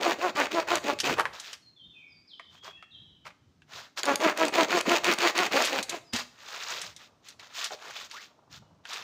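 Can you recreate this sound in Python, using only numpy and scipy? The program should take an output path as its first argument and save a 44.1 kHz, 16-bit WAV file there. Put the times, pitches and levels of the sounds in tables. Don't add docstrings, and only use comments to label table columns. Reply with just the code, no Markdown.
import sys
import numpy as np
from scipy import signal
from scipy.fft import rfft, irfft
from scipy.io import wavfile
from scipy.ndimage import uniform_filter1d

SR = 44100
rng = np.random.default_rng(int(sys.argv[2]) if len(sys.argv) > 2 else 0)


def digitize_waveform(pressure):
    field = np.atleast_2d(pressure).T
    bounded = np.clip(field, -1, 1)
    quanta = np.round(bounded * 32767).astype(np.int16)
    wavfile.write(sys.argv[1], SR, quanta)


N = 398212
TIME = np.arange(N) / SR

# f/Hz, relative level per Hz/dB
WOODLAND = [(30, -32), (130, -13), (280, -6), (520, -18.5), (1100, -20), (2200, -25), (6000, -27),
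            (11000, -46.5), (15800, -41.5)]
WOODLAND_DB = -70.5
# t/s, level/dB
WIND = [(0, -66.5), (1.2, -57), (1.4, -75), (2.7, -74), (3.0, -64), (3.3, -71.5), (6.9, -68.5), (8.35, -74),
        (8.55, -66.5)]

# start t/s, fastest t/s, end t/s, tooth rate at the fastest point f/Hz, knock level/dB, chatter level/dB
STROKES = [(0, .075, .15, 344, -27.5, -43.5), (.18, .258, .315, 360.8, -33.5, -26),
           (.35, .402, .475, 290, -28, -29.5), (.505, .578, .635, 347.8, -33, -30.5),
           (.67, .735, .79, 351.6, -28.5, -34), (.83, .895, .945, 290, -33.5, -27),
           (1.03, 1.095, 1.15, 273, -29, -39), (4.031, 4.108, 4.16, 281.5, -29, -29.5),
           (4.194, 4.255, 4.33, 317, -27, -23.5), (4.358, 4.428, 4.5, 329, -29.5, -23),
           (4.522, 4.598, 4.66, 337, -25.5, -30), (4.681, 4.76, 4.817, 358.7, -28, -36.5),
           (4.853, 4.925, 4.992, 338, -26, -28), (5.032, 5.09, 5.15, 352.9, -27, -51),
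           (5.178, 5.252, 5.314, 346.7, -27, -30.5), (5.345, 5.41, 5.488, 359.1, -29.5, -40),
           (5.508, 5.567, 5.66, 274.3, -27.5, -31), (5.677, 5.755, 5.826, 277.1, -34, -40),
           (5.88, 5.945, 5.99, 335.3, -43, -37.5)]
# start t/s, rasp against knock at the start level/dB, rasp growth as the kerf deepens level/dB per s
CUTS = [(0, -2, 3), (4.001, -3, 4)]
FIRST_CUT = TIME < CUTS[1][0]
# starting unevenness (0-1), left teeth up and right teeth down by level/dB
PULL, PUSH = (0.11, 0.6), (0.03, 3.1)
ROUGHENING_PER_S = 0.023
SLOWING = 0.2
# f/Hz, width f/Hz, first pole level/dB, second pole level/dB
POLE = [(290, 860, -2, -2.5), (622, 22, 7.5, 9)]
# f/Hz, relative level per Hz/dB
RASP = [(90, -41.5), (200, -6.5), (640, -7.5), (1120, -8), (2530, -7.5), (4400, -14.5), (6840, -21),
        (10700, -38.5), (13500, -35), (15800, -23)]
SMEAR = .42
CHATTER_LOW_HZ, CHATTER_TOP_HZ = 400, 1450
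CHATTER_POWER = 6.9
# f/Hz, level/dB
BLADE = [(2500, -9.5), (4450, -9), (6700, -5.5)]
BLADE_WIDTH = 0.089

# t/s, peak level/dB
CATCHES = [(0.7557, -12), (4.0327, -13), (4.0554, -17), (4.1574, -12), (4.375, -18), (4.4523, -17),
           (4.4827, -17), (4.8105, -14), (5.0444, -12), (5.1374, -16), (5.1861, -17), (5.3784, -12),
           (5.6226, -12)]
CATCH_T60_S = 0.01

# t/s, peak level of the ring/dB, centre f/Hz
SNAPS = [(0.989, -20.5, 2371), (1.002, -12.5, 3080), (1.184, -27, 1340), (1.188, -16.5, 1000),
         (1.2547, -11.5, 985), (1.399, -27.5, 3600), (1.531, -27.5, 2780), (2.397, -30.5, 1114),
         (2.679, -32, 660), (2.826, -36, 1300), (3.255, -37, 1330), (3.268, -32, 1280), (3.305, -41, 1280),
         (3.62, -46.5, 1520), (3.975, -22.5, 2182), (3.987, -36, 4570), (5.651, -21.5, 4486),
         (5.828, -20, 3970), (5.895, -18, 3750), (6.135, -17.5, 2950), (6.163, -22, 2780),
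         (6.186, -28, 2880), (6.816, -23.5, 3280), (6.964, -34, 3330), (7.286, -35.5, 3800),
         (7.396, -34, 2220), (7.643, -20.5, 3270), (7.708, -30, 810), (8.113, -30, 2410),
         (8.854, -28.5, 1600), (8.934, -29, 3780)]
SNAP_T60_S, SNAP_RING_CYCLES = 0.053, 23
BRITTLE_HZ = 3000
SNAP_WIDTH = .3

# loudest t/s, rise t/s, fall t/s, crackle level/dB, wooden rub level/dB
RUSTLES = [(1.199, 0.047, 0.043, -63, -26), (1.36, 0.046, 0.074, -47.5, -48),
           (1.517, 0.24, 0.081, -46, -58), (2.57, 0.1, 0.046, -60.5, -65), (2.647, 0.026, 0.092, -47, -49),
           (3.263, 0.023, 0.056, -52, -50.5), (3.788, 0.13, 0.13, -44.5, -48.5),
           (3.991, 0.033, 0.047, -36, -39.5), (5.69, 0.13, 0.024, -31, -41),
           (6.149, 0.028, 0.12, -31.5, -38.5), (6.74, 0.46, 0.23, -39, -45),
           (7.012, 0.045, 0.096, -51.5, -61.5), (7.29, 0.078, 0.065, -53, -67),
           (7.397, 0.0098, 0.21, -52, -57.5), (7.652, 0.16, 0.053, -34.5, -46.5),
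           (7.725, 0.032, 0.046, -41.5, -45.5), (7.86, 0.11, 0.1, -49, -47), (8.013, 0.14, 0.078, -41, -49),
           (8.149, 0.077, 0.19, -46.5, -59), (8.557, 0.067, 0.045, -48.5, -60),
           (8.937, 0.11, 0.19, -42, -48)]
# f/Hz, relative level per Hz/dB
LITTER = [(410, -28), (750, -17), (1160, 0), (3720, 3), (6680, -3), (10100, -26.5), (15800, -13.5)]
RUB_HZ = 900

# start t/s, end t/s, first f/Hz, last f/Hz, level/dB
BIRDS = [(1.616, 1.715, 4450, 4170, -60), (1.762, 1.86, 3610, 3116, -53), (1.818, 1.927, 3750, 3515, -55),
         (1.93, 2.028, 2740, 2425, -54.5), (1.995, 2.092, 2530, 2215, -59), (2.074, 2.188, 5490, 4630, -63),
         (2.273, 2.363, 5540, 3025, -48.5), (2.402, 2.506, 3790, 3580, -59.5),
         (2.556, 2.739, 3210, 3334, -51), (2.704, 2.837, 2435, 2760, -59.5),
         (2.768, 2.849, 1900, 1744, -62.5), (2.908, 2.985, 4130, 3083, -52.5),
         (2.925, 3.063, 3920, 3860, -61), (2.96, 3.134, 3116, 3047, -63.5), (6.037, 6.156, 5350, 4760, -58),
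         (8.569, 8.666, 2980, 2940, -79)]
# loudest t/s, rise t/s, fall t/s, level/dB, low f/Hz, high f/Hz
MURMUR = (7.5, 2.05, 7, -69, 416, 1401)
# level before the dying/dB, f/Hz, time to fall 60 dB t/s
THUD = (-25.5, 235, 0.12)
THUD_S = 6.132
# loudest t/s, rise t/s, fall t/s, first f/Hz, last f/Hz, level/dB
SCRAPES = [(7.725, .02, .035, 800, 520, -43), (8.165, .04, .05, 800, 2500, -45)]
CUTOFF_HZ = 16250


def from_db(db):
    return 10 ** (np.asarray(db) / 20)


def rms_one(x):
    return x / np.sqrt(np.mean(x ** 2) + 1e-20)


def colour(x, points):
    hz, db = np.transpose(points)
    grid = np.maximum(np.arange(2049) * SR / 4096, 1)
    log_gain = np.interp(np.log(grid), np.log(hz), db) * np.log(10) / 20
    cepstrum = np.fft.irfft(log_gain)
    cepstrum[1:2048] *= 2
    cepstrum[2049:] = 0
    return signal.fftconvolve(x, irfft(np.exp(rfft(cepstrum))))[:len(x)]


def resonate(x, hz, width_hz):
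    r = np.exp(-np.pi * width_hz / SR)
    feedback = [1, -2 * r * np.cos(2 * np.pi * hz / SR), r * r]
    return signal.lfilter([(1 - r * r) / 2, 0, (r * r - 1) / 2], feedback, x)


def filtered(x, order, hz, kind):
    return signal.sosfilt(signal.butter(order, hz, kind, fs=SR, output="sos"), x)


def band(x, low_hz, high_hz):
    return filtered(x, 2, [low_hz, high_hz], "band")


def drift(rate_hz):
    r = np.exp(-2 * np.pi * rate_hz / SR)
    noise = rng.standard_normal(N + SR)
    return rms_one(signal.lfilter([1], [1, -2 * r, r * r], noise)[SR:])


def swell(start, top, end):
    on = np.flatnonzero((TIME >= start) & (TIME < end))
    return on, np.sin(np.pi / 2 * np.interp(TIME[on], [start, top, end], [0, 1, 2]))


def grains(per_s, spread_db):
    sizes = from_db(spread_db * np.minimum(rng.exponential(1, N), 5)) * rng.choice([-1, 1], N)
    return sizes * (rng.random(N) < per_s / SR)


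def ticks(per_s, low_hz, high_hz, count=7):
    clicks, dealt = grains(per_s, 2.0), rng.integers(0, count, N)
    out = np.zeros(N)
    for k, hz in enumerate(np.geomspace(low_hz, high_hz, count)):
        out += resonate(clicks * (dealt == k) + 1e-18, hz, 0.18 * hz)
    return out


def patchy(x, low_hz, high_hz, depth_db, rate_hz, count=5):
    edges = np.geomspace(low_hz, high_hz, count)
    lows = [0] + [filtered(x, 2, hz, "low") for hz in edges] + [x]
    return rms_one(sum(from_db(depth_db * drift(rate_hz)) * (b - a) for a, b in zip(lows, lows[1:])))


def trunks(x, t60, gap_s):
    t = np.arange(SR) / SR
    tail = rng.standard_normal(SR) * from_db(-60 * t / t60) * np.clip(t / gap_s, 0, 1)
    return signal.fftconvolve(x, tail / np.sqrt(np.sum(tail ** 2)))[:N]


def air():
    hush = from_db(WOODLAND_DB + 1.0 * drift(3)) * rms_one(colour(rng.standard_normal(N), WOODLAND))
    wind_db = np.interp(TIME, *np.transpose(WIND))
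    rumble = rms_one(band(rng.standard_normal(N), 68, 180))
    return hush + from_db(wind_db + 6.0 * drift(4.7)) * rumble


def strokes():
    for k, (start, fastest, end, *row) in enumerate(STROKES):
        yield *swell(start, fastest, end), *row, *(PULL, PUSH)[k % 2]


def teeth(flat=.25, wander=.02):
    rate, uneven, set_db = np.full(N, 150.), np.full(N, .3), np.zeros(N)
    depth_s = TIME - np.where(FIRST_CUT, CUTS[0][0], CUTS[1][0])
    for on, speed, top_hz, _, _, rough, db in strokes():
        slowing = 1 + SLOWING * (speed.argmax() - np.arange(len(on))) / len(on)
        rate[on] = top_hz * np.maximum(speed, .05) ** flat * slowing
        uneven[on] = np.clip(rough + ROUGHENING_PER_S * depth_s[on], 0, 1)
        set_db[on] = db
    rate *= 1 + wander * drift(30)
    at = np.flatnonzero(np.diff(np.floor(np.cumsum(rate) / SR)))
    time_chance, size_chance = rng.standard_normal((2, len(at)))
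    shift = (time_chance * uneven[at] / 2 * SR / rate[at]).astype(int)
    shifted = np.clip(at + shift, 0, N - 1)
    clicks, steady = np.zeros((2, N))
    steady[at] = from_db(set_db[at] * (-1) ** np.arange(len(at)) + 2 * size_chance)
    clicks[shifted] = steady[at] * from_db(10 * uneven[at] * size_chance)
    return clicks, steady


def saw(body_db=7.0, gating=0.23, knock_power=0.37, clear_power=3.0, rasp_power=0.67):
    pace, knock_gain, rasp_gain, chatter_gain = np.zeros((4, N))
    for on, speed, _, knock_db, chatter_db, *_ in strokes():
        pace[on] = speed
        knock_gain[on] = from_db(knock_db) * speed ** knock_power
        rasp_gain[on] = from_db(knock_db) * speed ** rasp_power
        chatter_gain[on] = from_db(chatter_db) * speed ** CHATTER_POWER
    deepening_db = [db + db_per_s * (TIME - s) for s, db, db_per_s in CUTS]
    rasp_gain *= from_db(np.where(FIRST_CUT, *deepening_db))
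    clicks, steady = teeth()

    thumps = band(band(steady, CHATTER_LOW_HZ, CHATTER_TOP_HZ), 200, CHATTER_TOP_HZ)
    pole_hz, pole_width_hz, *pole_db = POLE[1]
    thumps = thumps + from_db(np.where(FIRST_CUT, *pole_db)) * resonate(thumps, pole_hz, pole_width_hz)
    chatter = patchy(thumps, 400, 1300, depth_db=4.5, rate_hz=14)

    clear_knocks = pace ** clear_power * rms_one(clicks - clicks.mean())
    drive = colour(clear_knocks + SMEAR * rng.standard_normal(N), RASP)
    modes = np.zeros(N)
    for k, (hz, width_hz, first_db, second_db) in enumerate(POLE):
        gain = from_db(np.where(FIRST_CUT, first_db, second_db))
        modes += (-1) ** k * gain * resonate(drive, hz, width_hz)
    knock = band(band(drive + from_db(body_db) * modes, 140, 2000), 150, 7300)
    knock = patchy(knock, 560, 2700, depth_db=7.0, rate_hz=17)
    knock = rms_one(knock / (uniform_filter1d(knock ** 2, size=900) + 1e-9) ** .3)

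    burst = rms_one(signal.lfilter([1], [1, -.97], clicks))
    snag_clicks = np.abs(grains(110 * (1.3 - pace ** 2), 1.7))
    snags = rms_one(signal.lfilter([1], [1, -.975], snag_clicks))
    tearing = rms_one(grains(6000, 3.17)) + 1.2 * rng.standard_normal(N)
    fibres = tearing * (1 + gating * burst + snags)
    singing = sum(from_db(db + 3.5 * drift(9)) * resonate(fibres, hz, BLADE_WIDTH * hz) for hz, db in BLADE)
    rasp = filtered(colour(fibres + singing, RASP), 2, 1500, "high")
    rasp = patchy(rasp, 3000, 13000, depth_db=-0.5, rate_hz=29.0)
    return chatter_gain * chatter + knock_gain * from_db(drift(31)) * knock + rasp_gain * rasp


def catches():
    out, t = np.zeros(N), np.arange(2000) / SR
    for (s, db), noise in zip(CATCHES, rng.standard_normal((len(CATCHES), len(t)))):
        burst = band(noise * from_db(-60 * t / CATCH_T60_S), 1500, 7300)
        burst = burst + sum(from_db(tone_db) * resonate(burst, hz, BLADE_WIDTH * hz) for hz, tone_db in BLADE)
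        start = round(s * SR)
        out[start:start + len(t)] += from_db(db) * burst / np.abs(burst).max()
    return out


def snaps(crack_db=-12, click_size=3.9, body_db=-3, body_ratio=0.6, hold_s=0.0025):
    length = 6000
    out, t = np.zeros(N + length), np.arange(length) / SR
    for (s, db, hz), noise in zip(SNAPS, rng.standard_normal((len(SNAPS), length))):
        noise[0] = click_size * SR / 8 / hz
        t60 = SNAP_T60_S + SNAP_RING_CYCLES / hz
        dying = noise * from_db(-60 * np.maximum(t - hold_s, 0) / t60)
        brittle = min(hz / BRITTLE_HZ, 1)
        width = SNAP_WIDTH * hz * brittle ** .5
        ring = resonate(dying, hz, width)
        ring = ring + from_db(body_db) * resonate(dying, body_ratio * hz, width / 2)
        ring = ring + from_db(body_db) * resonate(dying, hz / body_ratio, 2 * width)
        ring = resonate(ring, hz, 2 * hz)
        crack = colour(noise * from_db(-60 * t / 0.011), LITTER)
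        hit = ring / np.abs(ring).max() + from_db(crack_db) * brittle ** 2 * crack / np.abs(crack).max()
        start = round(s * SR)
        out[start:start + length] += from_db(db) * hit
    return out[:N]


def rustle(power=2.0, width=0.86):
    crackle_gain, rub_gain = np.zeros((2, N))
    for top, rise, fall, crackle_db, rub_db in RUSTLES:
        on, speed = swell(top - rise, top, top + fall)
        crackle_gain[on] += from_db(crackle_db) * speed ** power
        rub_gain[on] += from_db(rub_db) * speed ** power
    hiss = resonate(rng.standard_normal(N), RUB_HZ, width * RUB_HZ)
    hiss = resonate(hiss, RUB_HZ, 2 * width * RUB_HZ)
    rub = rms_one(rms_one(hiss) + 1.2 * rms_one(ticks(300, 440, 1600)))
    clumps = rms_one(grains(2500 * from_db(4.1 * drift(35)), 1.6))
    crackle = clumps + 1.4 * rng.standard_normal(N) + 0.8 * rms_one(ticks(300, 944, 6820))
    crackle = patchy(colour(crackle, LITTER), 830, 5800, depth_db=1.5, rate_hz=20.0)
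    return from_db(1.8 * drift(25)) * (crackle_gain * crackle + rub_gain * rub)


def birds(waver=0.007, bend=2.7, flutter_db=4.0):
    out, wobble = np.zeros(N), 1 + waver * drift(60)
    for start, end, first_hz, last_hz, db in BIRDS:
        on = (TIME >= start) & (TIME < end)
        u = (TIME[on] - start) / (end - start)
        hz = (last_hz + (first_hz - last_hz) * (1 - u) ** bend) * wobble[on]
        out[on] += from_db(db) * np.sin(np.pi * u) ** .5 * np.sin(2 * np.pi * np.cumsum(hz) / SR)
    return out * from_db(flutter_db * drift(58))


def murmur():
    top, rise, fall, db, low_hz, high_hz = MURMUR
    on, speed = swell(top - rise, top, top + fall)
    noise = band(band(rng.standard_normal(len(on)), low_hz, high_hz), low_hz / 2, high_hz)
    out = np.zeros(N)
    out[on] = from_db(db) * speed ** .5 * rms_one(noise)
    return filtered(out, 6, 1.1 * high_hz, "low") * from_db(3.5 * drift(26))


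def thud():
    db, hz, t60 = THUD
    t = np.maximum(TIME - THUD_S, 0)
    push = rms_one(band(rng.standard_normal(N), 0.27 * hz, 1.6 * hz))
    return from_db(db - 60 * t / t60) * np.minimum(t / 0.01, 1) * (np.sin(2 * np.pi * hz * t) + .5 * push)


def scrapes(width_hz=120):
    out = np.zeros(N)
    rough = drift(width_hz) + 1j * drift(width_hz)
    for top, rise, fall, first_hz, last_hz, db in SCRAPES:
        on, speed = swell(top - rise, top, top + fall)
        hz = np.geomspace(first_hz, last_hz, len(on))
        tone = np.exp(2j * np.pi * np.cumsum(hz) / SR)
        out[on] += from_db(db) * speed * np.real(rough[on] * tone)
    return out


def scene():
    near = saw() + catches() + snaps() + rustle() + murmur() + thud() + scrapes()
    near_echo = from_db(-13.5) * trunks(near, t60=0.43, gap_s=0.0037)
    song = birds()
    far = from_db(-3.0) * song + from_db(2.0) * trunks(song, t60=0.76, gap_s=0.0031)
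    return (near + near_echo + far + air())[None]


def record(dry):
    rounded = .6 * np.tanh(dry / .6)
    rounded = filtered(rounded, 2, 45, "high")
    return signal.sosfilt(signal.cheby2(12, 60, CUTOFF_HZ, fs=SR, output="sos"), rounded)


dry = scene()
out = record(dry)
digitize_waveform(out)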